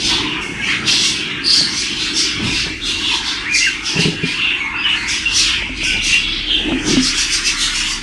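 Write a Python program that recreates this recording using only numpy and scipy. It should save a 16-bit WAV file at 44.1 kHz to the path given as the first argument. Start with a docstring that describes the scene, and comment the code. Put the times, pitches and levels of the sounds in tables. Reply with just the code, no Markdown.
"""Parrot chick begging in a nest box

A chick screeches harshly: its voice jumps about in pitch, with hissing air on top. Three lower rough
voices chatter over rasping and croaking noise, and gliding tones whistle, all with echoes.
Rubs shake the box as bands of noise, knocks ring it as fading tones, and a low hum and noise rumble.
One microphone feeds both channels.
"""
import sys
import numpy as np
from scipy import signal
from scipy.fft import rfft, irfft, next_fast_len
from scipy.io import wavfile
from scipy.ndimage import uniform_filter1d, map_coordinates

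SR = 44100
rng = np.random.default_rng(int(sys.argv[2]) if len(sys.argv) > 2 else 0)


def wrap_up_sound(samples):
    """Save the sound to the file named by the first command line argument, as 16-bit audio."""
    columns = np.atleast_2d(samples).T
    # keep every value between -1 and 1, then stretch to whole-number steps
    tamed = np.clip(columns, -1, 1)
    steps = np.round(tamed * 32767).astype(np.int16)
    wavfile.write(sys.argv[1], SR, steps)


N = 353990  # length of the scene, samples

# In calls and rubs, swell_s is the time taken to rise by SWELL_DB up to the peak.
# Levels are relative ones within the mix; scatter is the size of random pitch jumps, as a share.

# The chick's screeches: [peak_s, swell_s, hold_s, fade_db_per_s, level_db, pitch_hz,
# hiss_db (relative to level_db), scatter_share]
SCREECHES = [ (0.082, 0.22, 0.0053, 90, -16, 4310, -7, 0.23),
             (0.426, 0.034, 0.0055, 62, -38.5, 5350, 4.5, 0.17),
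             (0.687, .11, 0.021, 110.5, -27.5, 4540, -2.5, 0.21),
             (0.877, 0.023, 0.058, 109.5, -13.5, 4303, -8.5, 0.22),
             (1.052, 0.18, 0.0094, 100.5, -14.5, 4960, -6, 0.23),
             (1.445, 0.015, .01, 60, -18.5, 4655, -28, 0.049), (1.467, 0.03, .06, 99, -12, 4657, -24, 0.06),
             (1.533, 0.05, 0.043, 130, -16, 5490, -3.5, 0.1407),
             (1.6, 0.065, 0.019, 150, -18, 4470, -18, 0.076),
             (1.79, 0.2, 0.017, 90.5, -18.5, 5270, -6, 0.18),
             (2.02, 0.15, 0.035, 109.5, -21, 4350, -8.5, 0.15),
             (2.171, 0.05, 0.045, 110, -13, 5570, -9, 0.17),
             (2.44, 0.05, 0.043, 80.5, -25, 4540, -7.5, 0.15),
             (2.56, 0.2, 0.046, 120.5, -19.5, 4605, -9, .16),
             (2.864, 0.054, 0.042, 77.5, -22, 4170, -5, 0.18),
             (3.14, 0.37, 0.031, 166, -22.5, 4495, -6.5, 0.21),
             (3.265, 0.06, 0.029, 97.5, -19.5, 4400, -10.5, 0.19),
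             (3.552, 0.039, 0.034, 110, -14, 5740, -6, 0.23),
             (3.86, 0.044, 0.054, 101, -21.5, 5300, -7.5, 0.16),
             (4.006, 0.054, 0.0076, 123, -18, 4380, -5.5, 0.16),
             (4.267, 0.056, 0.031, 71, -26, 4405, -5.5, 0.13),
             (4.55, 0.14, 0.051, 45.5, -36.5, 3480, -12, .15), (4.901, .1, 0.13, 97, -36.5, 4304, 0, 0.14),
             (5.086, 0.02, 0.04, 110, -18, 6000, -6, 0.17),
             (5.37, 0.076, 0.032, 109, -11.5, 5120, -7, 0.17),
             (5.771, 0.046, 0.046, 95, -29.5, 4275, -11, 0.0997),
             (5.842, 0.031, 0.039, 110, -23.5, 5410, -3, .08),
             (6.045, 0.036, 0.073, 128.5, -20, 5050, -2, 0.2),
             (6.325, 0.31, 0.0526, 57, -27.5, 4214, -29, 0.15), (6.519, 0.095, .3, 60.5, -42, 4205, 1, .17),
             (6.885, 0.076, 0.033, 157.5, -17.5, 5780, -5.5, 0.15),
             (7.035, 0.067, 0.048, 198, -15.5, 5600, -6.5, 0.17),
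             (7.185, 0.067, 0.033, 192, -16, 5200, -2.5, 0.19),
             (7.33, 0.065, 0.025, 206, -16.5, 5256, -2, 0.19),
             (7.465, 0.055, .02, 211, -14.5, 5260, -4, 0.21),
             (7.61, 0.079, 0.04, 171.5, -19, 4297, 0.5, .16),
             (7.76, 0.09, 0.032, 135, -22.5, 5210, 1, 0.17), (7.9, 0.13, 0.022, 164, -22, 5060, -1.5, 0.15)]
# Hissing air: [frequency_hz, level_db_per_hz]
HISS_SPECTRUM = [(3530, -30), (6000, -4), (7200, -9.5), (8510, -10.5), (9320, -14), (11100, -18),
                 (11600, -15), (12100, -87), (15700, -78), (22000, -120)]
# Colour of the open beak: [frequency_hz, gain_db]
BEAK_COLOUR = [(4300, 2.5), (5700, 3), (6300, 0.5), (6900, -6), (8500, -9)]
# Calls of the lower voices: [peak_s, swell_s, hold_s, fade_db_per_s, level_db, pitch_hz, scatter_share]
CHATTERS = [ (0.137, 0.38, 0.012, 90.5, -18.5, 3280, 0.15), (0.276, 0.24, 0.11, 150.5, -22.5, 2764, 0.11),
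            (0.636, 0.049, 0.018, 100, -19, 2673, 0.074), (0.7, .08, 0.045, 250.5, -17, 2353, 0.17),
            (0.888, 0.052, 0.024, 69.5, -17.5, 3372, 0.12), (1.047, 0.19, 0.012, 119, -18.5, 3234, 0.09),
            (1.257, 0.76, 0.1, 120, -23, 2818, 0.12), (1.515, 0.091, 0.029, 100, -19.5, 3263, 0.099),
            (1.78, 0.18, 0.14, 156, -24, 2816, .12), (2.031, 0.21, 0.051, 148.5, -21, 2840, 0.1),
            (2.188, 0.094, 0.08, 102, -20.5, 3166, 0.14), (2.45, 0.39, 0.039, 95.5, -24, 2812, .12),
            (2.58, 0.29, 0.041, 110, -22, 2870, 0.14), (2.72, 0.091, 0.037, 149.5, -28, 2309, 0.1),
            (2.835, .05, 0.0601, 109, -25, 3555, .07), (2.879, 0.05, 0.03, 130.5, -21.5, 3274, 0.12),
            (3.051, 0.1, 0.1, 171, -17, 3210, 0.1), (3.3, 0.23, .02, 89, -24, 2870, .12),
            (3.697, 0.35, 0.04076, 103, -24.5, 2750, .1), (3.879, 0.068, 0.04, 146.5, -22.5, 3036, 0.11),
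            (3.996, 0.11, 0.059, 130.5, -20, 2837, 0.09), (4.27, 0.11, 0.038, 97.5, -23, 2605, 0.13),
            (4.444, 0.3026, 0.073, 130.5, -18, 2890, 0.09), (4.628, 0.11, 0.051, 150.5, -27.5, 2300, 0.066),
            (4.883, 0.12, 0.05, 139.5, -19.5, 2817, 0.11), (5.023, 0.27, 0.03, 99.5, -24.5, 2307, 0.082),
            (5.118, 0.14, 0.018, 89.5, -20, 2819, 0.16), (5.407, 0.21, 0.074, 90, -14.5, 3080, 0.098),
            (5.6, 0.287, 0.031, 151, -22, 2496, 0.12), (5.82, 0.062, 0.09, 59.5, -19, 2727, 0.11),
            (6.117, 0.29, 0.044, 302, -16.5, 2910, 0.15), (6.255, 0.197, 0.11, 69.5, -21, 3082, 0.11),
            (6.511, 0.076, 0.057, 110.5, -16, 3130, 0.081), (6.689, .2, 0.019, 147.5, -25, 2847, .1),
            (6.787, 0.053, 0.0051, 304, -22, 2692, 0.086), (6.888, 0.054, 0.089, 157, -19.5, 3083, 0.13),
            (7.059, 0.14, 0.035, 98.5, -21.5, 3007, .12), (7.193, 0.22, .01, 130.5, -19.5, 3018, 0.11),
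            (7.326, 0.17, 0.021, 133, -20.5, 2796, 0.13), (7.472, 0.076, 0.02, 199, -20, 2952, 0.12),
            (7.62, 0.082, 0.018, 115.5, -17, 3312, 0.12), (7.779, 0.18, 0.086, 98, -21.5, 3003, 0.13)]
# The flock's throats over time: [time_s, rasp_db, croak_db]
THROATS = [(0.0, -33, -40), (0.13, -28, -30.5), (0.65, -32, -39), (0.69, -23, -29), (0.76, -29, -39),
           (0.85, -27, -32), (1.18, -30, -44), (1.97, -33, -36.5), (2.32, -29.5, -45), (2.48, -30.5, -35),
           (2.64, -30.5, -47), (2.68, -27, -30.5), (2.72, -45, -52), (2.83, -36, -48), (2.88, -33, -46.5),
           (3.17, -29.5, -29.5), (3.51, -28.5, -40), (3.58, -31, -47), (3.82, -31, -40.5),
           (4.05, -30.5, -31), (4.09, -33, -44), (4.75, -28, -34), (4.98, -24, -36), (5.19, -32.5, -39),
           (5.56, -24.5, -40), (5.65, -37, -44), (6.59, -33, -44), (6.68, -33, -42), (6.86, -28.5, -42),
           (7.76, -25.5, -38), (8.03, -36, -35)]
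# Throaty rasp: [frequency_hz, level_db_per_hz]
RASP_SPECTRUM = [(800, -63), (1100, -10.5), (1300, -4), (1600, -0.5), (2300, -3), (2990, -26), (5060, -120)]
# Throaty croak: [frequency_hz, level_db_per_hz]
CROAK_SPECTRUM = [(440, -104), (720, -17), (950, -1.5), (1150, -4), (1500, -32), (2500, -120)]
# The box's steady boom and rustle over time: [time_s, wall_db, cavity_db, scrape_db]
STEADY_BOX = [(0.0, -31, -28.5, -39.5), (1.59, -34, -30.5, -47.5), (3.89, -42.5, -35.5, -70),
              (4.11, -28.5, -28, -42), (4.45, -39.5, -34, -52.5), (6.2, -36.5, -35, -47),
              (6.84, -39, -32, -47), (7.18, -40.5, -35, -60), (8.03, -39.5, -36.5, -56)]
# Rubs along the box: [peak_s, swell_s, hold_s, wall_db, cavity_db, scrape_db]
RUBS = [(0.18, 0.18, 0.066, -33, -23, -53), (0.83, 0.31, 0.11, -29, -41, -39.5),
        (2.167, 0.23, 0.021, -48, -27, -52), (2.401, 0.089, 0.077, -20.5, -24, -35),
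        (2.668, 0.089, 0.017, -40, -44, -41.5), (2.899, 0.31, 0.18, -60, -33.5, -47),
        (3.443, 0.34, 0.046, -44, -40, -45), (3.979, 0.11, 0.09, -30.5, -23.5, -33.5),
        (5.961, 0.22, 0.022, -32.5, -46, -39.5), (6.714, 0.21, 0.018, -30, -18.5, -26),
        (6.878, 0.071, 0.063, -20.5, -17.5, -32)]
# Shaking wall: [frequency_hz, level_db_per_hz]
WALL_SPECTRUM = [(56, -42), (95, -4.5), (167, -3), (220, -1.5), (290, -21), (480, -120)]
# Booming cavity: [frequency_hz, level_db_per_hz]
BOOM_SPECTRUM = [(120, -48), (200, -11), (254, -2), (307, 4.5), (388, -5.5), (500, -21), (650, -67),
                 (1100, -120)]
# Scraping: [frequency_hz, level_db_per_hz]
SCRAPE_SPECTRUM = [(250, -12.5), (420, -3.5), (600, -9.5), (900, -7), (1170, -49), (1980, -120)]
# Level of the low hum over time: [time_s, level_db]
HUM_LEVELS = [(0, -52), (5.7, -53), (5.9, -30.5), (7.1, -30), (7.3, -34.5), (8.03, -29.5)]
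# Level of the low noise over time: [time_s, level_db]
RUMBLE_LEVELS = [(0.0, -36), (0.11, -27), (0.36, -45), (0.38, -34), (1.09, -43), (2.35, -38), (2.46, -30),
                 (3.93, -41.5), (4.0, -41), (4.11, -42), (4.85, -38), (5.43, -30.5), (7.29, -36),
                 (8.03, -41)]
# Low noise of the rumble: [frequency_hz, level_db_per_hz]
RUMBLE_SPECTRUM = [(12, -39), (20, -16), (38, -4), (55, -0.5), (75, -10.5), (100, -6), (130, -43),
                   (220, -120)]
# Knocks on the box: [start_s, wall_db, cavity_db, click_db]
KNOCKS = [(1.611, -19.5, -32, -15.5), (2.663, -16, -28, -24), (3.959, -9.5, -22, -20), (3.99, -2, -27, -12),
          (4.053, -1.5, -27, -14), (4.079, -4, -42, -20), (4.233, -4.5, -13.5, -21),
          (5.624, -43, -42, -19.5), (5.694, -43, -19.5, -20), (5.832, -25, -40, -18), (6.722, -23, -7, -9),
          (6.97, -29, -0.5, -10)]
# Tones at which a knocked box rings: [pitch_hz, time_to_fade_60_db_s]
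BOX_MODES = [(168, 0.093), (258, 0.24), (410, 0.06), (620, 0.016), (950, 0.0063), (1350, 0.022)]
# Notes of single birds: [start_s, length_s, first_hz, last_hz, level_db, fade_db, scatter_share]
# (a negative fade_db means that the note grows)
WHISTLES = [ (0.458, 0.18, 2188, 2155, -22.5, 14, 0.006), (0.593, 0.042, 1668, 1620, -27.5, 2, 0.013),
            (3.604, 0.087, 2720, 2793, -16.5, 0, 0.025), (3.689, 0.115, 2770, 2804, -29, 10, 0.019),
            (0.613, 0.034, 3010, 2710, -30, 0, .015), (0.627, 0.026, 2300, 2246, -24, -1, .01),
            (0.664, 0.066, 3200, 3252, -24, 2, 0.012), (0.675, 0.041, 2780, 2890, -28, 2, .015),
            (2.848, 0.16, 2736, 2760, -29.5, 6, .015), (3.546, 0.047, 2400, 2386, -15, 9.5, .015),
            (3.572, .04, 5770, 5680, -21, -3, 0.01), (4.734, 0.093, 1423, 1350, -31.5, 4, 0.027),
            (4.86, 0.11, 2605, 2670, -21, 8, .025), (4.959, 0.12, 4210, 4270, -32, 4, 0.046),
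            (3.965, 0.14, 2733, 2778, -22.5, 6.5, 0.02), (4.227, 0.079, 2374, 2455, -17, 28, 0.0088),
            (4.369, 0.19, 2738, 2740, -23, -1, 0.018), (4.567, 0.096, 6890, 6260, -51, -6, .025),
            (4.6, 0.12, 2212, 2134, -21.5, 6, 0.023), (4.725, 0.11, 2700, 2588, -26, -5, 0.027),
            (4.76, 0.094, 4690, 4960, -40.5, -5, 0.028), (4.835, 0.13, 2950, 3024, -23, -1, 0.034),
            (4.968, 0.14, 2064, 2142, -25, 5, 0.027), (5.254, 0.092, 2770, 2725, -16.5, 16, 0.022),
            (5.419, 0.14, 3240, 3212, -19, 7, 0.039), (5.857, .14, 1527, 1453, -35.5, 2, 0.027),
            (6.12, 0.091, 2737, 2795, -17, 10, 0.016), (6.26, 0.1, 3370, 3380, -25, 8, 0.019),
            (6.491, 0.086, 3097, 3226, -19.5, 1.5, 0.025), (7.451, .07, 2680, 2653, -20, 4, 0.019)]
# One squeak that climbs, drops to a second step and falls away:
# [time_s, pitch_hz, level_db, scatter_share]
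SQUEAK = [(3.448, 1567, -36, 0.011), (3.464, 1828, -22, 0.016), (3.478, 2150, -25, 0.016),
          (3.496, 2404, -21, 0.011), (3.548, 2437, -14.5, 0.012), (3.552, 2130, -14, 0.023),
          (3.59, 2010, -25, 0.023), (3.66, 2153, -20, 0.038), (3.672, 1605, -19, 0.011),
          (3.697, 1490, -29, 0.018)]
# How long the echoes last: [frequency_hz, time_to_fade_60_db_s]
ECHO_TIMES = [(1000, 0.16), (3000, 0.26), (6000, 0.12), (11000, 0.067)]
# Tones the box's air favours: [centre_hz, width_hz, level_db (relative to direct sound)]
AIR_MODES = [(2727, 46, -7), (3480, 200, -9), (2152, 260, -11)]
# Treble fall of the whole sound: [frequency_hz, gain_db]
TREBLE_FALL = [(9500, -2), (11000, -6.5), (12200, -21.5)]

CLOCK = np.arange(0, N / SR + .01, 1 / 500)  # times at which loudness shapes are worked out, s
SWELL_DB = 20
SCREECH_REST_HZ, SCREECH_DRIFT_S = 4030, .38  # after its peak each call's pitch drifts towards rest
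BETWEEN_DB, BETWEEN_HISS_DB = -51.5, -47.5  # faint wheeze and hiss between screeches
OCTAVE_DB, OCTAVE_LOSS_DB = 0, 89  # the screech's octave when clean, and its loss per unit of scatter
CHATTER_REST_HZ, CHATTER_DRIFT_S, MURMUR_DB = 2527, .5, -34  # resting pitch, drift time, quiet floor
CHOIR_SPREAD = 0.99  # distance of the outer voices from the middle one, in units of the scatter
RUB_FALL_DB_S = 115  # how fast a rub fades, dB per s
FADE_S = 0.0066  # a note's fade in and out
REDRAW_S = .12  # echo tails are redrawn this often, so no fixed stripes ring
TOP_HZ = 12260  # nothing is kept from here up


def amp(db):
    """Turn decibels into gain."""
    return 10 ** (np.asarray(db) / 20)


def unit(x):
    """Scale x to an average (rms) strength of 1."""
    return x / np.sqrt(np.mean(x ** 2) + 1e-20)


def along(points, hz):
    """Read a (frequency, value) curve on a log frequency axis."""
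    f, v = np.transpose(points)
    return np.interp(np.log(hz + 1), np.log(f + 1), v)


def curves(rows):
    """Give one value per sample for each column after the time."""
    s, *columns = np.transpose(rows)
    return [np.interp(np.arange(N) / SR, s, column) for column in columns]


def wobble(rate):
    """Draw a smooth random curve with this many knots a second."""
    knots = rng.standard_normal(int(N * rate / SR) + 4)
    return map_coordinates(knots, [np.arange(N) * rate / SR])


def filtered(x, response):
    """Change the strength of each frequency in x by a response curve."""
    size = next_fast_len(N + SR // 2)
    hz = np.fft.rfftfreq(size, 1 / SR)
    return irfft(rfft(x, size) * response(hz), size)[..., :N]


def noise(spectrum):
    """Make coloured noise of rms 1."""
    white = rng.standard_normal(N)
    return unit(filtered(white, lambda hz: amp(along(spectrum, hz))))


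def shapes(rows, fall_db_s):
    """Shape each event in dB (swell, hold, steady fade) and give the time since its peak."""
    peak, swell, hold = np.transpose(rows)[:3, :, None]
    age = CLOCK - peak
    rise = SWELL_DB * np.minimum(age, 0) / np.abs(swell)
    fall = fall_db_s * np.maximum(age - np.abs(hold), 0)
    return rise - fall, np.maximum(age, 0)


def summed(dbs, floor_db):
    """Add the powers of all events and a floor, as gain per sample."""
    power = np.sum(amp(dbs) ** 2, axis=0) + amp(floor_db) ** 2
    return np.interp(np.arange(N) / SR, CLOCK, np.sqrt(power))


def loudest(dbs, values):
    """Average the calls' values, strongly favouring the loudest call, per sample."""
    weight = amp(dbs) ** 4 + 1e-30
    average = np.sum(weight * values, axis=0) / weight.sum(axis=0)
    return np.interp(np.arange(N) / SR, CLOCK, average)


def syrinx(hz, scatter, rate, flutter_db, octave_db):
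    """A membrane in chaos: its pitch jumps about its centre and its strength flutters."""
    jumping_hz = hz * np.exp(scatter * wobble(rate))
    phase = 2 * np.pi * np.cumsum(jumping_hz) / SR
    flutter = amp(flutter_db * wobble(rate / 3))
    return unit(flutter * (np.sin(phase) + amp(octave_db) * np.sin(2 * phase)))


def patchy(x, depth_db):
    """Uneven colour: narrow bands of the rough voices swell and fade at random."""
    z = signal.stft(x, nperseg=512)[2]
    field = uniform_filter1d(rng.standard_normal(z.shape), size=3, axis=0)  # across frequency
    field = uniform_filter1d(field, size=18, axis=1)  # across time
    gain = amp(depth_db * unit(field))
    return signal.istft(z * unit(gain), nperseg=512)[1][:N]


def room(x, wet_db):
    """Add echoes in which each frequency dies at its own speed, drawn anew for each stretch."""
    hop = round(REDRAW_S * SR)
    count = N // hop + 2
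    hz, t, z = signal.stft(rng.standard_normal((count, SR // 4)), SR, nperseg=256)
    decay = amp(-60 * t / along(ECHO_TIMES, hz)[:, None])
    tails = signal.istft(z * decay, SR, nperseg=256)[1]
    tails = tails / np.linalg.norm(tails, axis=1, keepdims=True)
    # overlapping stretches of sound fade into each other, each with its own tail
    padded = np.pad(x, (hop, 2 * hop))
    fade = np.sin(np.pi * np.arange(2 * hop) / (2 * hop))
    wet = np.zeros(len(padded) + SR)
    for k, tail in enumerate(tails):
        stretch = padded[k * hop:][:2 * hop] * fade[:len(padded) - k * hop]
        echo = signal.fftconvolve(stretch, tail)
        wet[k * hop:][:len(echo)] += echo
    return (x + amp(wet_db) * wet[hop:][:N]) / np.hypot(1, amp(wet_db))


def chick():
    """The screech is a chaotic voice, with air hissing through the open beak."""
    fall_db_s, db, hz, hiss_db, scatter = np.transpose(SCREECHES)[3:, :, None]
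    shape, age = shapes(SCREECHES, fall_db_s)
    level = db + shape
    pitch = SCREECH_REST_HZ + (hz - SCREECH_REST_HZ) * np.exp(-age / SCREECH_DRIFT_S)
    scatter = loudest(level, scatter)
    voice = syrinx(loudest(level, pitch), scatter, rate=1200, flutter_db=1.5,
                   octave_db=OCTAVE_DB - OCTAVE_LOSS_DB * scatter)
    voice = unit(filtered(voice, lambda f: amp(along(BEAK_COLOUR, f))))
    hiss_gain = summed(level + hiss_db, BETWEEN_HISS_DB) * amp(0.37 * wobble(150))
    hiss = hiss_gain * noise(HISS_SPECTRUM)
    return patchy(summed(level, BETWEEN_DB) * voice + hiss, depth_db=0.87)


def chatter():
    """Three lower chaotic voices sound at once over a throaty rasp and croak of noise."""
    fall_db_s, db, hz, scatter = np.transpose(CHATTERS)[3:, :, None]
    shape, age = shapes(CHATTERS, fall_db_s)
    level = db + shape
    pitch = CHATTER_REST_HZ + (hz - CHATTER_REST_HZ) * np.exp(-age / CHATTER_DRIFT_S)
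    pitch = loudest(level, pitch)
    scatter = loudest(level, scatter)
    voices = sum(syrinx(pitch * np.exp(k * CHOIR_SPREAD * scatter), scatter,
                        rate=600, flutter_db=1.5, octave_db=-37)
                 for k in (-1, 0, 1))
    rasp_db, croak_db = curves(THROATS)
    rasp = amp(rasp_db + 2.0 * wobble(60)) * noise(RASP_SPECTRUM)
    croak = amp(croak_db + 2.3 * wobble(40)) * noise(CROAK_SPECTRUM)
    return patchy(summed(level, MURMUR_DB) * unit(voices) + rasp + croak, depth_db=2.0)


def rumble():
    """The rumble is a wavering low hum in low noise."""
    hum_hz = 33 * np.exp(0.0525 * wobble(2.4))
    hum = unit(np.sin(2 * np.pi * np.cumsum(hum_hz) / SR))
    hum_gain = amp(curves(HUM_LEVELS)[0])
    return hum_gain * hum + amp(curves(RUMBLE_LEVELS)[0]) * noise(RUMBLE_SPECTRUM)


def rubbed_box():
    """Rubbing shakes wall and cavity in lumps and scrapes, over a steady boom and rustle."""
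    shape = shapes(RUBS, RUB_FALL_DB_S)[0]
    rubs = [summed(db + shape, -120) for db in np.transpose(RUBS)[3:, :, None]]
    wall_gain, boom_gain, scrape_gain = np.hypot(rubs, amp(curves(STEADY_BOX)))
    wall = wall_gain * amp(1.5 * wobble(25)) * noise(WALL_SPECTRUM)
    boom = boom_gain * amp(0.97 * wobble(25)) * noise(BOOM_SPECTRUM)
    scrape = scrape_gain * amp(2.9 * wobble(30)) * noise(SCRAPE_SPECTRUM)
    return wall + boom + scrape


def whistles():
    """Trembling tones glide in pitch while fading, holding or growing, with a flutter in strength."""
    out, tremble = np.zeros(N), wobble(300)
    notes = [[(s, first, db, scatter), (s + length, last, db - fade_db, scatter)]
             for s, length, first, last, db, fade_db, scatter in WHISTLES]
    for note in notes + [SQUEAK]:
        s, hz, db, scatter = np.transpose(note)
        start = round(s[0] * SR)
        t = np.arange(s[0], s[-1], 1 / SR)
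        trembling = np.exp(np.interp(t, s, scatter) * tremble[start:][:len(t)])
        pitch = np.interp(t, s, hz) * trembling
        phase = 2 * np.pi * np.cumsum(pitch) / SR
        fade = signal.windows.tukey(len(t), min(2 * FADE_S * SR / len(t), 1))
        gain = amp(np.interp(t, s, db) + 5.5)  # all notes are raised by 5.5 dB
        out[start:][:len(t)] += gain * np.sin(phase) * fade
    return out * amp(2.2 * wobble(90))


def knocks():
    """Each knock rings the box's modes, tones that die away at their own speeds."""
    out = np.zeros(N)
    t = np.arange(SR // 4) / SR
    rings = np.array([-amp(-60 * t / t60) * np.sin(2 * np.pi * hz * t) for hz, t60 in BOX_MODES])
    rings[:3] *= 1 - np.exp(-t / 0.0024)  # the low modes start softly, the click at once
    for s, wall, cavity, click in KNOCKS:
        gains = amp([wall, cavity, wall - 4, click - 1.5, click - 4, click - 8])  # one per mode
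        out[round(s * SR):][:len(t)] += gains @ rings
    return out


def box_air(f):
    """The box's air resonates: it adds a peak at each favoured tone to the direct sound."""
    peaks = sum(amp(db) * 1j * f * width / (centre ** 2 - f * f + 1j * f * width)
                for centre, width, db in AIR_MODES)
    return 1 + peaks


def scene():
    """All sources reach one microphone; rough voices pass through the box's air."""
    rough = room(chick(), wet_db=-0.5) + room(chatter(), wet_db=-5.5)
    box = rumble() + rubbed_box() + knocks()
    far = room(whistles(), wet_db=-5)
    return np.tile(filtered(rough, box_air) + far + box, (2, 1))


def record(dry):
    """Clip softly just under full scale, soften the treble, then cut everything above the band."""
    soft = dry / (1 + np.abs(dry / .9) ** 5) ** (1 / 5)
    return filtered(soft, lambda hz: amp(along(TREBLE_FALL, hz)) * (hz < TOP_HZ))


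dry = scene()
out = record(dry)
wrap_up_sound(out)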